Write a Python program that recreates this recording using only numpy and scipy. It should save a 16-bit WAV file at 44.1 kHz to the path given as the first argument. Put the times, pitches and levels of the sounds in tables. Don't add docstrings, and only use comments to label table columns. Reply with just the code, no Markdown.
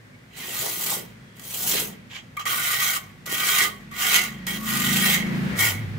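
import sys
import numpy as np
from scipy import signal
from scipy.fft import rfft, irfft, next_fast_len
from scipy.io import wavfile
from scipy.ndimage import uniform_filter1d, map_coordinates

SR = 44100
rng = np.random.default_rng(int(sys.argv[2]) if len(sys.argv) > 2 else 0)


def dump(signal):
    limited = np.clip(np.atleast_2d(signal).T, -1, 1)
    pcm = np.round(limited * 32767).astype(np.int16)
    wavfile.write(sys.argv[1], SR, pcm)


def ratio_of_db(decibels):
    return 10 ** (np.asarray(decibels, float) / 20)


N = 263718

# [f/Hz, width/Hz, level/dB]
FLEX = [(1128.8, 22, 2.5), (1196.6, 29, 4.5)]
# [f/Hz, width/Hz, level/dB]
EDGE = [(1883, 50, 1), (1965, 57, 4), (2065, 63, 0.5), (2200, 61, 0), (2343, 83, -7)]
# [f/Hz, level per Hz/dB]
MORTAR = [(200, -23), (300, -2.5), (500, -2.5), (800, -5), (1100, -5), (2000, -25.5)]
PASS_S = 5.4


def unit(x):
    return x / np.sqrt(np.mean(x ** 2) + 1e-20)


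def along(points, hz):
    f, v = np.transpose(points)
    return np.interp(np.log(hz + 1), np.log(f + 1), v)


def curves(rows):
    s, *cols = np.transpose(rows)
    return [np.interp(np.arange(N) / SR, s, c) for c in cols]


def wobble(rate):
    knots = rng.standard_normal(int(N * rate / SR) + 4)
    return map_coordinates(knots, [np.arange(N) * rate / SR])


def filtered(x, response):
    m = next_fast_len(N + SR // 2)
    return irfft(rfft(x, m) * response(np.fft.rfftfreq(m, 1 / SR)), m)[..., :N]


def ring(x, modes):
    return [(-1) ** k * ratio_of_db(db) * signal.lfilter(*signal.iirpeak(hz, hz / width, SR), x)
            for k, (hz, width, db) in enumerate(modes)]


def rush(spectrum):
    # [f/Hz, likeness from -1 to 1]
    alike = [(60, 1), (180, 1), (550, 0.22), (1650, -0.22), (4970, 0.061), (15000, 0.63)]

    def shares(hz):
        turn = np.arccos(np.clip(along(alike, hz), -1, 1)) / 2
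        return ratio_of_db(along(spectrum, hz)) * [np.cos(turn), np.sin(turn)]

    mid, side = filtered(rng.standard_normal((2, N)), shares)
    return unit(np.array([mid + side, mid - side]))


def trowel():
    # [f/Hz, level per Hz/dB]
    sand = [(1500, -46), (4000, -6.5), (5500, -7.5), (8000, -2.5), (9000, -5.5), (11000, -3), (15500, -2)]
    # [f/Hz, level per Hz/dB]
    wet = [(400, -31), (1000, -6.5), (2000, 2), (3200, 6), (4500, -11.5), (7000, -6.5), (12000, -55)]
    # [f/Hz, width/Hz, level/dB]
    tip = [(2860, 94, -11), (3218, 47, 26), (3960, 46, -10), (3960, 190, 15), (4810, 53, 15),
           (5860, 27, -34)]
    # [f/Hz, width/Hz, level/dB]
    twist = [(1434, 32, -3), (1520, 50, -4)]
    # [f/Hz, width/Hz, level/dB]
    handle = [(770, 140, 0)]
    rasp_db, drag_db, edge_db, flex_db, mortar_db = handling()

    force = grit(grain_db=2, clump_db=1.68, patchy_db=2.2)
    x = ratio_of_db(rasp_db + 3.5) * unit(filtered(force, lambda hz: ratio_of_db(along(sand, hz))))
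    flat_db = -.9 * np.clip(drag_db, -16, 0) - 19
    sizzle = unit(filtered(force, lambda hz: 1 / (1 + (11000 / (hz + 1)) ** 6)))
    x += ratio_of_db(rasp_db + flat_db) * sizzle

    shake = grit(grain_db=2.0, clump_db=2.2, patchy_db=0)
    drag = unit(filtered(force, lambda hz: ratio_of_db(along(wet, hz)))) + ratio_of_db(-5.0) * blade(shake, tip)
    x += ratio_of_db(rasp_db + drag_db + 1.0) * drag
    x += ratio_of_db(rasp_db + edge_db - 0.5) * blade(shake, EDGE)
    stiff_db = .45 * np.clip(rasp_db + 41.5, -14, 8)
    bend = ratio_of_db(-stiff_db - 0.5) * blade(shake, FLEX[:1]) + ratio_of_db(stiff_db) * blade(shake, FLEX[1:])
    x += ratio_of_db(rasp_db + flex_db - 5) * bend
    x += ratio_of_db(rasp_db + edge_db - 18.5) * blade(shake, handle)
    pressed_db = 0.32 * (rasp_db + 25.0)
    x += ratio_of_db(rasp_db + (flex_db + edge_db) / 2 + pressed_db - 1.4) * blade(shake, twist)

    lumps = grit(grain_db=3.0, clump_db=3.0, patchy_db=3.5)
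    x += ratio_of_db(rasp_db + mortar_db) * unit(filtered(lumps, lambda hz: ratio_of_db(along(MORTAR, hz))))
    return x + touch_downs()


def handling():
    # [t/s, pressure/dB, tilt onto the edge/dB]
    flat = [
        [(0.31, -78, 16), (0.38, -43.5, 6), (0.614, -29.5, 0.5), (0.762, -32.5, -1.5), (0.95, -27, 0),
         (1.05, -54.5, -1)],
        [(1.366, -59, 2), (1.464, -40.5, -2.5), (1.63, -28.5, -3), (1.65, -31.5, 0.5), (1.688, -25.5, -0.5),
         (1.788, -30, 12.5), (1.796, -26, 4), (1.882, -43, 0), (1.92, -53, 5.5)],
        [(2.11, -64, -1), (2.164, -56.5, 2.5), (2.22, -80, 0)],
    ]
    # [t/s, pressure/dB, tilt/dB]
    tipped = [
        [(2.369, -45, 8.5), (2.395, -44.5, 2), (2.428, -57, 9.5)],
        [(2.455, -33.5, 4.5), (2.533, -30, -1.5), (2.759, -28.5, 1.5), (2.785, -31.5, 1.5), (2.817, -26, 2),
         (2.911, -28, 0.5), (2.969, -33.5, 1), (3.0, -49, -2.5)],
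        [(3.258, -55, 0), (3.26, -41.5, -4.5), (3.346, -29.5, 0), (3.358, -32.5, 0), (3.502, -26, -2),
         (3.624, -26, 1.5), (3.66, -32, -1), (3.71, -48.5, -3.5)],
    ]
    # [t/s, pressure/dB, tilt/dB]
    later_tipped = [
        [(3.912, -59, -2), (3.916, -57.5, -2.5), (4.006, -30, -4), (4.166, -24, 3), (4.194, -32, 2),
         (4.24, -33.5, -3), (4.29, -48.5, -2)],
        [(4.465, -55, -9), (4.469, -32, 1.5), (4.573, -40.5, -0.5), (4.593, -48, -11), (4.695, -31.5, -2.5),
         (5.023, -27.5, 2), (5.041, -24.5, 2.5), (5.145, -26, 3), (5.24, -53.5, 7.5)],
        [(5.555, -49.5, 0), (5.593, -25, -1.5), (5.635, -22, 0.5), (5.703, -30.5, -1), (5.81, -59.5, -0.5)],
    ]
    # [wet drag/dB, edge ring/dB, blade flex/dB, mortar/dB]
    holds = [
        (-9.5, -13.5, -16, -12),
        (-10.5, -16, -26.5, -12.5),
        (10, -1, -19.5, -4),
        (0, -5.5, 13, -20),
        (-5, -1, -5, -19),
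        (-1.5, 0.5, -6, -16.5),
        (0.5, 3, -8, -16),
        (-2.5, -1, -9.5, -13.5),
        (-3.5, 1.5, -13.5, -16),
    ]
    light = (0.26, 0.42, 0.2, 0.28)
    lean = (.8, 1.1, -.9, .3)
    firm_db, lift_s, lift_db = -29.5, 0.1604, 27.5
    scoop_db, scoop_s = 9, 0.11

    rows = []
    for stroke, hold in zip([*flat, *tipped, *later_tipped], holds):
        (s0, _, tilt0), (s1, db1, tilt1) = stroke[0], stroke[-1]
        land_s = .05 if stroke in flat else .004
        start = (s0 - land_s, -100, tilt0)
        end = (s1 + lift_s * (s1 - s0 > .1) + .004, db1 - lift_db, tilt1)
        rows += [(*r, *hold) for r in [start, *stroke, end]]
    rasp_db, tilt_db, *hold_db = curves(sorted(rows))

    starts = np.array([[stroke[0][0]] for stroke in [*tipped[1:], *later_tipped]])
    since = np.arange(N) / SR - starts
    scoop = np.sum((since > 0) * np.exp(-np.abs(since) / scoop_s), axis=0)
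    hold_db[-1] = hold_db[-1] + scoop_db * scoop
    light_db = np.clip(firm_db - rasp_db, -10, 45)
    layers = [h + a * light_db + b * tilt_db for h, a, b in zip(hold_db, light, lean)]
    return rasp_db - 1.5, *layers


def grit(grain_db, clump_db, patchy_db):
    z = signal.stft(rng.standard_normal((2, N)), nperseg=512)[2]
    field = uniform_filter1d(rng.standard_normal(z.shape[1:]), size=5, axis=0)
    field = uniform_filter1d(field, size=7, axis=1)
    sand = signal.istft(z * ratio_of_db(patchy_db * unit(field)), nperseg=512)[1][:, :N]
    return unit(sand * ratio_of_db(grain_db * wobble(1400) + clump_db * wobble(150) + 0.7 * wobble(35)))


def blade(force, modes):
    return unit(sum(m * ratio_of_db(2 * wobble(5) + 1.5 * wobble(16)) for m in ring(force, modes)))


def touch_downs():
    # [t/s, peak/dB, ring over peak/dB]
    touches = [
        (1.368, -41, -20),
        (1.395, -29.5, 0),
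        (2.3696, -29, 22.5),
        (2.4603, -23.5, 21),
        (2.9592, -22, 15),
        (3.262, -21.5, -15),
        (3.9136, -38.5, 19.5),
        (4.4671, -18.5, -8),
    ]
    tick, knock = np.zeros((2, N)), np.zeros((2, N))
    t = np.arange(SR // 10) / SR
    for s, db, ring_db in touches:
        burst = rng.standard_normal((2, 2, len(t))) * (1 - np.exp(-t / 0.00054))
        at = slice(round(s * SR), round(s * SR) + len(t))
        tick[:, at] += ratio_of_db(db - 3 - 60 * t / .025) * burst[0]
        knock[:, at] += ratio_of_db(db + ring_db + 8 - 60 * t / 0.026) * burst[1]
    return tick + sum(ring(knock, FLEX)) + ratio_of_db(-6.5) * sum(ring(knock, EDGE))


def trowel_at_ports():
    # [f/Hz, left minus right/dB]
    ports = [(60, -2), (110, 0.0), (200, 5), (380, -2), (700, -1), (1290, -4), (2380, -1), (4400, -5.5),
             (8120, -2), (15000, 4.5)]
    lag_s, lag_top_hz = 70e-6, 3600
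    heel, toe = trowel()
    side = np.array([[.5], [-.5]])
    ends = .83 * heel + .55 * np.array([toe, -toe])
    direct = filtered(ends, lambda hz: np.exp(-2j * np.pi * hz * side * lag_s / (1 + (hz / lag_top_hz) ** 2)))
    return filtered(direct + ratio_of_db(-3.5) * moving(heel), lambda hz: ratio_of_db(side * along(ports, hz)))


def moving(x):
    share = ratio_of_db(9 * np.array([wobble(8) for _ in range(3)]))
    return sum(walls(w * x) for w in share / np.linalg.norm(share, axis=0))


def walls(x):
    # [f/Hz, time/s]
    t60 = [(200, 0.58), (2000, 0.15), (6000, 0.14), (14000, 0.14)]
    hz, t, z = signal.stft(rng.standard_normal((2, SR // 2)), SR, nperseg=256)
    tail = signal.istft(z * ratio_of_db(-60 * t / along(t60, hz)[:, None]), SR, nperseg=256)[1]
    late = np.pad(x, (90, 0))[None]
    return signal.oaconvolve(late, tail / np.linalg.norm(tail[0]), axes=1)[:, :N]


def motorbike():
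    # [t/s, firing rate/Hz, throttle and nearness/dB]
    ride = [(0.0, 26.76, -66), (0.56, 27.94, -56), (0.96, 28.94, -43), (1.16, 28.2, -52.5),
            (1.56, 29.7, -53), (1.68, 27.77, -41.5), (1.84, 26.57, -41.5), (2.25, 25.64, -55.5),
            (2.85, 28.47, -48.5), (2.97, 26.27, -51), (3.8, 25.17, -44.5), (4.05, 26.66, -45),
            (4.4, 26.54, -36.5), (4.96, 27.31, -24.5), (5.13, 27.2, -28), (5.45, 27.39, -22.5),
            (5.64, 26.04, -42), (5.95, 25.45, -33)]
    # [f/Hz, level/dB]
    pipe = [(70, -26), (130, -9), (240, -10.5), (300, -33), (355, -17.5), (420, -45), (700, -41)]
    firing_hz, bark_db = curves(ride)
    t = np.arange(N) / SR
    behind = (1 + np.tanh((t - PASS_S - .17) / 0.04)) / 2
    peak_hz = 191.4 + behind * (163.1 - 191.4) + 11 * wobble(5)
    peak_hz += 0.53 * np.clip(bark_db + 48, -20, 12) * (1 - behind)
    boom_db = -54.5 + behind * (-30.5 + 54.5)
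    second_db = -62.5 + 0.49 * (bark_db + 47.5) + 1.9 * wobble(3.5)
    turns = np.cumsum(firing_hz) / SR
    scramble = np.clip((-32 - bark_db) / 9, .4, 2)

    def order(k):
        return np.sqrt(2) * np.sin(2 * np.pi * k * turns - .45 * k * k + scramble * wobble(16))

    def gain(hz):
        return ratio_of_db(along(pipe, hz)) + 1 / (1 + ((hz - peak_hz) / 26) ** 2)

    orders = np.arange(5, 19)
    gains = np.array([gain(k * firing_hz) * ratio_of_db(3.2 * wobble(8)) for k in orders])
    gains /= np.linalg.norm(gains, axis=0)
    bark = sum(g * order(k) for g, k in zip(gains, orders))
    boom = np.sqrt(2) * np.sin(8 * np.pi * turns + 0.96 * wobble(20)) * ratio_of_db(2.9 * wobble(12))
    second = np.sqrt(2) * np.sin(4 * np.pi * turns + .6 * wobble(8))
    bike = ratio_of_db(bark_db - 2.1) * bark + ratio_of_db(boom_db - 2.0) * boom + ratio_of_db(second_db + 1.5) * second
    return bike, bark_db


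def engine_clatter(bark_db):
    # [f/Hz, level per Hz/dB]
    clatter = [(300, -5), (1000, -9), (2000, 1), (3500, -9), (6000, -18), (12000, -42)]
    return ratio_of_db(0.7 * uniform_filter1d(bark_db, size=SR // 4) - 23) * rush(clatter)


def town():
    # [f/Hz, level per Hz/dB]
    traffic = [(12, -65), (20, -20), (94, -10), (145, 4), (195, -7), (245, 0.5), (303, -23.5), (340, -16),
               (392, -25), (420, -19.5), (600, -20), (780, -69), (1320, -120)]
    # [f/Hz, level per Hz/dB]
    hiss = [(250, 4.5), (500, 0.5), (800, -8), (1500, 1.5), (2000, 3.5), (2600, -4), (5000, -11.5),
            (9000, -17.5), (15000, -36)]
    speed_m_s, pass_m, road_s = 10.5, 3.2, 4.7
    t = np.arange(N) / SR
    near = 1 / (1 + (speed_m_s * (t - PASS_S) / pass_m) ** 2)
    entered = (1 + np.tanh((t - road_s) / 0.14)) / 2
    rumble = (ratio_of_db(-51.5) + entered * ratio_of_db(-43)) * ratio_of_db(2.5 * wobble(9.2)) * rush(traffic)
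    air = ratio_of_db(-53.5 + .8 * wobble(5.6)) * rush(hiss)
    tyres = filtered(rush(hiss), lambda hz: 1 / (1 + (hz / 5040) ** 2))
    air += near * ratio_of_db(-34.5 + 4.1 * wobble(14)) * tyres
    chain = (ratio_of_db(-60.5) + near * ratio_of_db(-42.5)) * rush(MORTAR)
    return rumble + air + chain


def far_tools():
    # [t/s, length/s, f/Hz, level/dB]
    chinks = [
        (0, 0.15, 1570, -65),
        (0, 0.12, 1820, -64),
        (0.127, 0.055, 2200, -59),
        (1.18, 0.43, 3320, -64),
    ]
    t = np.arange(N) / SR
    x = np.zeros((2, N))
    for s, length, hz, db in chinks:
        arch = np.sin(np.pi * np.clip((t - s) / length, 0, 1))
        swell = np.sqrt(np.clip(arch, 0, 1))
        x += ratio_of_db(db) * swell * unit(ring(rng.standard_normal((2, N)), [(hz, 40, 0)])[0])
    return x


def scene():
    bike, bark_db = motorbike()
    street = bike + ratio_of_db(-16) * walls(bike) + engine_clatter(bark_db)
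    return trowel_at_ports() + street + town() + far_tools()


def top_cut(x):
    return signal.sosfilt(signal.butter(12, 16990, fs=SR, output="sos"), x)


def record(dry):
    def response(hz):
        top = np.clip((15880 - hz) / 250, 0, 1) ** 2
        return top / (1 + (36 / (hz + 1)) ** 3)

    return top_cut(filtered(dry, response))


dry = scene()
out = record(dry)
dump(out)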